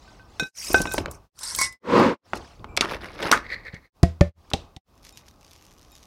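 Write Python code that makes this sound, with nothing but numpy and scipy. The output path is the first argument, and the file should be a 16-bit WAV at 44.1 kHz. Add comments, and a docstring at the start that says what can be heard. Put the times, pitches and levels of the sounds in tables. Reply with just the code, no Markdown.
"""First come faint clinks and a quiet slide over low room noise; then pieces clink and plop, close up.
The place is a kitchen: a glass baking dish on a wooden table, a microphone near it, little reverberation.
Dry food rustles down, a soft load rushes in, something wet cracks and squelches, heavy lumps thump the
table and spice flakes patter on top; the sound fades out between the steps.
Hard objects are sums of dying modes, soft ones damped pushes and noise, loose food surges of grains."""
import sys
import numpy as np
from scipy import signal
from scipy.fft import rfft, irfft, next_fast_len
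from scipy.io import wavfile
from scipy.ndimage import uniform_filter1d

SR = 44100
rng = np.random.default_rng(int(sys.argv[2]) if len(sys.argv) > 2 else 0)


def unload_wav(signal):
    """Save mono or channel-first audio to the path in sys.argv[1] as 16-bit WAV at rate SR, clipped to [-1, 1]."""
    wavfile.write(
        sys.argv[1],
        SR,
        np.round(np.clip(np.atleast_2d(signal).T, -1, 1) * 32767).astype(np.int16),
    )


N = 267246
T = np.arange(N) / SR
RING = T[:SR // 2]  # time axis of one contact, s


def amp(db):
    """Decibels to gain."""
    return 10 ** (np.asarray(db) / 20)


def unit(x):
    """Scales to rms 1."""
    return x / np.sqrt(np.mean(x ** 2) + 1e-20)


def add(mix, s, sound):
    """Mixes a sound in at time s."""
    part = mix[max(round(s * SR), 0):][:len(sound)]
    part += sound[:len(part)]


def colour(x, tone):
    """Filters by a spectrum of (f/Hz, level/dB) points, joined on a logarithmic frequency axis."""
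    hz, db = np.transpose(tone)
    size = next_fast_len(len(x) + 4096)
    f = np.fft.rfftfreq(size, 1 / SR)
    gain = amp(np.interp(np.log(f + 1), np.log(hz + 1), db))
    return irfft(rfft(x, size) * gain, size)[:len(x)]


def resonate(x, hz, q):
    """One broad resonance: a two-pole band-pass of sharpness q."""
    w = 2 * np.pi * min(hz / SR, .45)
    a = np.sin(w) / (2 * max(q, .1))
    return signal.lfilter([a, 0, -a], [1 + a, -2 * np.cos(w), 1 - a], x)


def ring(modes, bright_hz):
    """Dying modes; those above the brightness of the contact are barely struck."""
    out = np.zeros(len(RING))
    for hz, db, t60 in modes:
        decay = amp(db - 60 * RING / t60)
        struck = 1 / np.hypot(1, (hz / bright_hz) ** 2)
        out += struck * decay * np.sin(2 * np.pi * hz * RING)
    return out


def patchy(x, depth_db):
    """Grains gather in small patches of pitch and time, a few hundred Hz by a few ms."""
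    z = signal.stft(x, nperseg=256, noverlap=192)[2]
    field = rng.standard_normal((N // len(z), len(z)))[:z.shape[1]].T
    field = uniform_filter1d(field, size=3, axis=0)  # across pitch
    field = unit(uniform_filter1d(field, size=7, axis=1))  # across time
    return signal.istft(z * amp(depth_db * field), nperseg=256, noverlap=192)[1][:len(x)]


def burst(hz, q, decay, tail_db=-25, tail_s=0.009, skirt_q=.55):
    """A burst of tiny fractures around one pitch, with a short crumbling tail."""
    shape = np.exp(-RING / decay) + amp(tail_db) * np.exp(-RING / tail_s)
    noise = patchy(rng.standard_normal(len(RING)), depth_db=1.5) * shape
    for sharpness in (q, skirt_q, q / 4):
        noise = resonate(noise, hz, sharpness)
    return unit(noise) * np.sqrt(np.mean(shape ** 2))


def mush(hz, decay, q=0.76):
    """Dull dying noise of soft food settling."""
    shape = np.exp(-RING / decay)
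    noise = rng.standard_normal(len(RING)) * shape
    noise = resonate(resonate(noise, hz, q), hz, q)
    return unit(noise) * np.sqrt(np.mean(shape ** 2))


def strikes(rows, modes, scuff_db, scuff_s, thin=0):
    """Each blow scuffs the glass and rings its modes; thin weakens the low modes of a bright blow."""
    out = np.zeros(N)
    for s, db, bright_hz in rows:
        struck = []
        for hz, mode_db, t60 in modes:
            low_loss_db = thin * 20 * np.log10(min(hz / bright_hz, 1))
            struck.append((hz, mode_db + low_loss_db, t60))
        scuff = amp(scuff_db) * burst(bright_hz, q=1.3, decay=scuff_s)
        add(out, s, amp(db) * (ring(struck, bright_hz) + scuff))
    return out


def flow(surges, lead):
    """Gain of surges that swell and ebb; lead is the share of each one's length before its crest."""
    edge_db = 21.5  # at both ends of its length a surge is this far below its crest
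    power = np.zeros(N)
    for crest, db, length in surges:
        away = np.maximum((crest - T) / lead, (T - crest) / (1 - lead)) / length
        near = away < 2
        power[near] += amp(db - edge_db * away[near] ** 2) ** 2
    return np.sqrt(power)


def pour(surges, tone, lead, per_s, spread_db, wash, patch_db, grain_q=1.0):
    """Small contacts of uneven size and pitch over a wash of finer ones; two seconds, repeated."""
    gain = flow(surges, lead)
    pitches = np.geomspace(130, 14000, num=9)
    grains = np.zeros(2 * SR)
    for hz in pitches:
        chance = rng.random(2 * SR)
        size = rng.exponential(1, 2 * SR)
        noise = rng.standard_normal(2 * SR)
        happens = chance < per_s / len(pitches) / SR
        hits = happens * np.sign(noise) * amp(spread_db * np.minimum(size, 3))
        grains += resonate(unit(hits) + wash * noise, hz, grain_q)
    texture = unit(colour(patchy(grains, patch_db), tone))
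    return gain * np.resize(texture, N)


# Pauses between the steps: from t/s, to t/s
PAUSE_SPANS = [(.505, .54), (1.295, 1.325), (1.783, 1.81), (2.168, 2.225), (3.897, 3.925), (4.322, 4.347),
               (4.802, 4.85)]


def fades(fade_s):
    """Gain that sinks into each pause, 30 dB down at its edges, and rises after it."""
    away = np.min([np.maximum(start - T, T - end) for start, end in PAUSE_SPANS], axis=0)
    return amp(-30 * np.clip(1 - away / fade_s, 0, 1.3) ** 2)


# Hands and food shifting on the table, low rumble in surges: crest t/s, level/dB, length/s
HANDLING_SURGES = [(.2, -53, 1.4), (.78, -33.5, 0.3), (1.0, -35.5, 0.42), (1.6, -43.5, 0.27),
                   (2.39, -42.5, 0.23), (2.85, -40, 0.76), (3.35, -42.5, 0.82), (4.6, -48.5, 0.32)]
# Spectrum of that rumble and of the room: f/Hz, level/dB
RUMBLE_TONE = [(12, -27.5), (20, 4.5), (49, 8.5), (77, 5.5), (136, -3), (359, -8), (497, -10.5), (823, -10),
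               (892, -12.5), (1210, -10.5), (1390, -20), (1510, -19.5), (1700, -34), (2350, -36.5),
               (2500, -21.5), (3250, -46), (5500, -120)]
# Spectrum of the microphone's hiss: f/Hz, level/dB
MIC_HISS_TONE = [(500, 2.5), (2500, -6.5), (5300, -5), (8000, -13.5), (16000, -13)]


def room_and_handling(room_db=-54.5, hiss_db=-69, lead=.45, room_fade_s=.15, fade_share=.4):
    """Low room noise that ebbs around the pauses, rumble of handling, and a faint hiss."""
    room = amp(room_db) * fades(room_fade_s) ** fade_share
    level = np.hypot(room, flow(HANDLING_SURGES, lead))
    rumble = level * unit(colour(rng.standard_normal(N), RUMBLE_TONE))
    hiss = amp(hiss_db) * unit(colour(rng.standard_normal(N), MIC_HISS_TONE))
    return rumble + hiss


# Food sliding quietly between the landings: crest t/s, level/dB, length/s
SLIDE_SURGES = [(.09, -56.5, .45), (.35, -57, 0.24), (2.362, -41.5, 0.0616), (2.43, -52.5, .46),
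                (4.56, -61.5, .4)]
# Its spectrum: f/Hz, level/dB
SLIDE_SPECTRUM = [(410, -21.5), (700, -0.5), (1400, -8.5), (1540, -9), (2430, -11.5), (5260, -9.5),
                  (10700, -27), (13700, -67), (16000, -33.5)]


def quiet_slide():
    """Sliding contact: grains nearly buried in a strong wash."""
    return pour(SLIDE_SURGES, SLIDE_SPECTRUM, lead=0.53, per_s=5200, spread_db=5, wash=5.2, patch_db=4.5)


# A faint, thin squeak: from t/s, to t/s
SQUEAK_TIMES = (2.682, 2.775)
# Its partials: f/Hz, level/dB
SQUEAK_PARTIALS = [(2347, -51), (7612, -68.5)]


def squeak(fall_db=10, waver=.003):
    """Partials sharing one slightly unsteady pitch die away together; waver is a share of the pitch."""
    start, end = SQUEAK_TIMES
    t = np.arange(0, end - start, 1 / SR)
    drift = unit(uniform_filter1d(rng.standard_normal(N), size=500))[:len(t)]
    warped_s = np.cumsum(1 + waver * drift) / SR
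    tone = sum(amp(db) * np.sin(2 * np.pi * hz * warped_s) for hz, db in SQUEAK_PARTIALS)
    out = np.zeros(N)
    add(out, start, tone * amp(-fall_db * t / t[-1]) * signal.windows.tukey(len(t), .2))
    return out


# Flakes pinging off glass: t/s, level/dB, brightness f/Hz
FLAKE_PINGS = [(5.125, -57.5, 7900), (5.235, -65, 2200), (5.28, -59, 1500), (5.918, -58, 13000)]
# Modes of that glass: f/Hz, level/dB, t60/s
JAR_MODES = [(2480, -4, .25), (3751, 0, .3), (5314, -3, .2), (7087, -1, .25)]


def pings():
    """A flake hits glass: a scuff of noise and the ring of the glass modes."""
    return strikes(FLAKE_PINGS, JAR_MODES, scuff_db=9, scuff_s=0.0018)


# Spice flakes shaken on top: crest t/s, level/dB, length/s
FLAKE_SURGES = [(4.98, -66.5, 0.14), (5.07, -49.5, 0.11), (5.18, -50, 0.095), (5.28, -57.5, 0.12),
                (5.55, -56, 0.54), (6.0, -58, 1)]
# Their spectrum: f/Hz, level/dB
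FLAKE_SPECTRUM = [(530, -27), (900, -13), (1260, -18), (1440, -17), (1590, -10), (3730, -6.5), (4150, -7),
                  (6030, -3.5), (7680, -13), (13800, -14), (16000, -36)]


def spice_flakes():
    """A fine patter of very uneven taps, each too heavily damped to have a pitch."""
    return pour(FLAKE_SURGES, FLAKE_SPECTRUM, lead=0.44, per_s=1300, spread_db=13, wash=0.54,
                patch_db=2.5, grain_q=0.19)


# Squelching in short strokes of uneven strength: crest t/s, level/dB, length/s
SQUELCH_SURGES = [(3.46, -41.5, 0.066), (3.53, -29.5, 0.092), (3.59, -47, 0.13), (3.675, -39.5, 0.089),
                  (3.755, -45.5, 0.09), (3.86, -58, .12)]
# Its spectrum: f/Hz, level/dB
SQUELCH_SPECTRUM = [(150, -41), (500, -5), (750, -25), (1150, -15), (1500, -9.5), (1850, 5.5), (2150, 4),
                    (2900, -23), (4350, -8.5), (5400, -26), (7500, -35), (16000, -42)]


def squelch():
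    """Wet food gives way in short strokes of uneven grains."""
    return pour(SQUELCH_SURGES, SQUELCH_SPECTRUM, lead=0.56, per_s=2400, spread_db=7.0, wash=1.0, patch_db=2)


# Wet food crushed between the cracks: crest t/s, level/dB, length/s
WET_SURGES = [(2.845, -30.5, 0.034), (2.92, -29.5, 0.12), (3.04, -38, 0.094), (3.13, -44, 0.42),
              (3.255, -27, 0.18), (3.35, -32, 0.12)]
# Its spectrum: f/Hz, level/dB
WET_SPECTRUM = [(100, -7), (250, 0), (550, 0.5), (750, -5), (1200, -2.5), (2000, -4.5), (2800, -10.5),
                (5200, -15), (7500, -33), (10000, -25.5), (16000, -37.5)]


def wet_crush():
    """Crushing as uneven grains standing out of a weaker wash."""
    return pour(WET_SURGES, WET_SPECTRUM, lead=0.47, per_s=3500, spread_db=8.5, wash=0.65, patch_db=3)


# Fine dry food rustling down: crest t/s, level/dB, length/s
FINE_SURGES = [(.71, -33, 0.46), (.96, -38.5, 0.16), (1.14, -53.5, 0.091)]
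# Its spectrum: f/Hz, level/dB
FINE_SPECTRUM = [(300, -21.5), (1500, -11.5), (2500, -3.5), (3600, -14.5), (5400, 5.5), (6500, 0),
                 (7500, -4), (8500, -2), (11000, -8.5), (16000, -18.5)]


def fine_rustle():
    """Dense light contacts of nearly equal size, in patches."""
    return pour(FINE_SURGES, FINE_SPECTRUM, lead=0.56, per_s=4900, spread_db=-0.5, wash=0.93, patch_db=5.0)


# Modes of the pouring bowl: f/Hz, level/dB, t60/s
BOWL_MODES = [(1071, -5, .16), (2008, -13, .3), (2202, -4, .14), (5109, -14, .26), (5717, -5, .14),
              (6470, -8, .13), (7424, -10, .14), (8024, -3, .08), (10570, -14, .12)]
# Dry food hissing brightly as it slides out of it: crest t/s, level/dB, length/s
HISSING_SURGES = [(1.44, -36.5, 0.087), (1.5, -33, 0.21), (1.625, -25.5, .14)]
# Its spectrum: f/Hz, level/dB
HISSING_SPECTRUM = [(100, -18.5), (400, -16), (900, -4), (1600, 2), (3000, -9), (5300, 9.5), (6800, -1.5),
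                    (8700, 9), (11000, -2), (16000, -28)]


def hissing_slide(ring_db=-15):
    """Dense, even grains sliding over the bowl keep its modes ringing."""
    food = pour(HISSING_SURGES, HISSING_SPECTRUM, lead=.55, per_s=5400, spread_db=0.5, wash=0.81, patch_db=4.0)
    modes = ring(BOWL_MODES, 12000)
    return food + amp(ring_db) * signal.fftconvolve(food, modes / np.linalg.norm(modes))[:N]


# Knocks on the pouring bowl: t/s, level/dB, brightness f/Hz
BOWL_KNOCKS = [(1.5875, -20, 7300), (1.614, -16, 8900), (1.619, -25, 8680)]


def bowl_knocks():
    """Bright blows with a short scuff ring the modes of the bowl."""
    return strikes(BOWL_KNOCKS, BOWL_MODES, scuff_db=0, scuff_s=0.0017)


# Dry pieces snapping: t/s, level/dB, centre f/Hz
SNAP_EVENTS = [(.731, -25, 12000), (.817, -22.5, 7000), (.9208, -32, 8900), (.937, -24, 9000),
               (.981, -23.5, 3000), (1.1124, -35, 9600), (1.39, -36.5, 6950), (1.433, -26.5, 7000),
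               (1.549, -21.5, 5300), (1.561, -24.5, 11000), (1.725, -43.5, 7000), (2.355, -42, 7500),
               (2.372, -41, 5900), (3.226, -25.5, 2040), (3.744, -42.5, 2500), (4.502, -42.5, 5000)]


def snaps(q=.7, decay=0.0045):
    """Short crisp fracture bursts, all of one shape."""
    out = np.zeros(N)
    for s, db, hz in SNAP_EVENTS:
        add(out, s, amp(db) * burst(hz, q, decay))
    return out


# A soft load rushing in: crest t/s, level/dB, length/s
RUSH_SURGES = [(1.9896, -13.5, 0.3)]
# Its spectrum: f/Hz, level/dB
RUSH_SPECTRUM = [(24, -47), (40, -11), (155, -12.5), (194, -1.5), (382, -3.5), (422, -7), (479, 0),
                 (570, -7.5), (751, -19), (965, -6.5), (1340, -15.5), (1550, -18), (2910, -27),
                 (4800, -33.5), (16000, -63.5)]


def soft_rush():
    """One surge of mostly wash, its contacts merged into a low rush."""
    return pour(RUSH_SURGES, RUSH_SPECTRUM, lead=0.42, per_s=6300, spread_db=-4.5, wash=6.2, patch_db=1.5)


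# Hard pieces on the dish: t/s, level/dB, brightness f/Hz (harder contact is brighter)
DISH_CLINKS = [(.077, -48, 1550), (.196, -40.5, 1080), (.3973, -15.5, 4120), (.433, -27.5, 4100),
               (.7445, -4.5, 1260), (.782, -28.5, 3360), (.872, -26, 2960), (.893, -43, 3600),
               (.915, -26, 2970)]
# Modes of the glass dish: f/Hz, level/dB, t60/s
DISH_MODES = [(812, -22, .25), (1535, 1, .21), (2100, -12, .04), (2525, -5, .12), (3688, -2, .045),
              (3887, -14, .2), (5550, -4, .075), (6089, -16, .16), (6681, -15, .17), (7547, -16, .14),
              (8619, -13, .09), (10910, -12, .1), (13150, -14, .06), (14210, -13, .07)]


def clinks():
    """Hard pieces set the dish ringing; the brighter the blow, the weaker its low modes."""
    return strikes(DISH_CLINKS, DISH_MODES, scuff_db=-13, scuff_s=.0031, thin=0.71)


# Something juicy cracks, then squishes: t/s, level/dB, centre f/Hz, sharpness Q, decay/s, squish level/dB
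CRACK_EVENTS = [(2.767, -19.5, 4500, .8, .0011, -41.5), (2.774, -9.5, 2500, .7, .002, -56),
                (2.809, -9.5, 3085, .9, 0.0034, -23.5), (3.3152, -7.5, 3740, .5, .0022, -10),
                (3.375, -23, 2000, .6, 0.0016, -57.5)]


def cracks(squish_hz=1320, squish_after_s=.009, squish_s=.022, spray_db=-15, spray_hz=4900):
    """A sharp fracture, then a hollow squish with a fine spray of juice."""
    out = np.zeros(N)
    for s, db, hz, q, decay, squish_db in CRACK_EVENTS:
        add(out, s, amp(db) * burst(hz, q, decay))
        spray = amp(spray_db) * burst(spray_hz, q=0.79, decay=0.017)
        squish = burst(squish_hz, q=3.3, decay=squish_s) + spray
        add(out, s + squish_after_s, amp(squish_db) * squish)
    return out


# Soft pieces landing: t/s, level/dB, pitch f/Hz
PLOP_EVENTS = [(0.3993, -17.5, 288.2), (0.424, -19.5, 205), (.703, -16.5, 382), (.7438, -3, 477),
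               (.803, -10.5, 251), (.855, -10.5, 600), (.943, -12, 455), (0.9807, -5.5, 519),
               (1.005, -18, 183.9), (1.059, -12, 1790), (1.082, -20, 467), (2.3338, -7, 853.6),
               (2.595, -30.5, 88), (2.6437, -20.5, 1020), (2.7766, -12.5, 700), (2.809, -12, 451),
               (2.857, -14.5, 1080), (3.314, 0, 860), (3.735, -27.5, 101), (4.515, -23.5, 1116),
               (4.536, -8.5, 366)]


def plops(mushy=0.34, q=2.3, tick_db=-22, tick_hz=2800, heap_hz=320, heap_db=-23, heap_s=0.026):
    """A soft piece gives a faint tick, one damped push and a little mush; the heap shudders under it."""
    mush_cycles = 2  # decay of the mush in cycles, so that of low plops lasts longer
    out = np.zeros(N)
    for s, db, hz in PLOP_EVENTS:
        push = np.sin(2 * np.pi * hz * RING) * np.exp(-RING * hz * q)
        heap = amp(heap_db) * mush(heap_hz, heap_s)
        settle = mushy * mush(hz, mush_cycles / hz) + heap
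        yielding = np.sin(np.pi / 2 * np.minimum(RING * hz * 4, 1))  # a quarter cycle to press in
        tick = amp(tick_db) * burst(tick_hz, q=3, decay=.0018)
        add(out, s, amp(db) * (yielding * (push + settle) + tick))
    return out


# Heavy lumps landing: t/s, level/dB, contact/s, low and upper mode of the loaded dish f/Hz (two columns),
# dish level/dB, slap level/dB, slap f/Hz, slap sharpness Q
LUMP_LANDINGS = [(4.0308, 0, 0.0028, 676, 1900, -15.5, -20.5, 2200, 0.22),
                 (4.2096, -1, 0.0026, 576, 1780, -9, -18, 1300, 0.15),
                 (4.535, -15, 0.00232, 790, 3500, -5, -15, 3700, 1.2),
                 (4.764, -31.5, 0.0032, 762, 1963, -6.5, -37, 3500, 0.89)]
# Modes of the wooden table: f/Hz, level/dB, t60/s
TABLE_MODES = [(81.5, -15, 0.32), (104, -1, 0.02), (177.8, -12, 0.11), (360, -40, 0.23), (503, -31, 0.2)]


def thumps(rebound=1.5, push_db=-3, dish_t60=0.079, overtone_db=-16):
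    """A lump slaps and presses the dish, it springs back, and table and dish ring while crumbs settle."""
    out = np.zeros(N)
    for s, db, contact, dish_hz, upper_hz, dish_db, slap_db, slap_hz, slap_q in LUMP_LANDINGS:
        push = amp(push_db) * np.sin(np.pi * np.minimum(RING / contact, 1))
        loaded_modes = [(dish_hz, dish_db, dish_t60), (upper_hz, dish_db + overtone_db, dish_t60)]
        dish = ring(loaded_modes, 4500)
        slap = amp(slap_db) * burst(slap_hz, slap_q, decay=0.0031, tail_db=-22, tail_s=0.035)
        add(out, s, slap - amp(db) * push)
        # the spring-back comes this many contact times after the landing
        add(out, s + rebound * contact, amp(db) * (push + ring(TABLE_MODES, 3000) + dish))
    return out


def kitchen(x, wet_db=-21, t60=.25):
    """A short, dull reverberation of decaying noise, weak so close to the dish."""
    tone = [(100, -8), (2000, -2.0), (6000, -6.0), (16000, -21.5)]  # f/Hz, level/dB
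    tail = colour(rng.standard_normal(len(RING)), tone) * amp(-60 * RING / t60)
    return x + amp(wet_db) * signal.fftconvolve(x, tail / np.linalg.norm(tail))[:N]


def scene():
    """All the ingredients in turn, in the kitchen."""
    background = room_and_handling() + quiet_slide() + squeak()
    loose = spice_flakes() + squelch() + wet_crush() + fine_rustle() + hissing_slide() + soft_rush()
    glass = pings() + bowl_knocks() + clinks()
    landings = snaps() + cracks() + plops() + thumps()
    return kitchen(background + loose + glass + landings)[None]


def record(dry, fade_s=0.048, low_cut_hz=42, edge_hz=16100):
    """The microphone sheds the deepest bass; fades around each pause, clipping at full scale, band limit."""
    low_cut = signal.butter(1, low_cut_hz, "highpass", fs=SR)
    faded = signal.lfilter(*low_cut, dry) * fades(fade_s)
    band_limit = signal.firwin(255, edge_hz, window=("kaiser", 8), fs=SR)
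    return signal.oaconvolve(np.clip(faded, -1, 1), band_limit[None], "same")


dry = scene()
out = record(dry)
unload_wav(out)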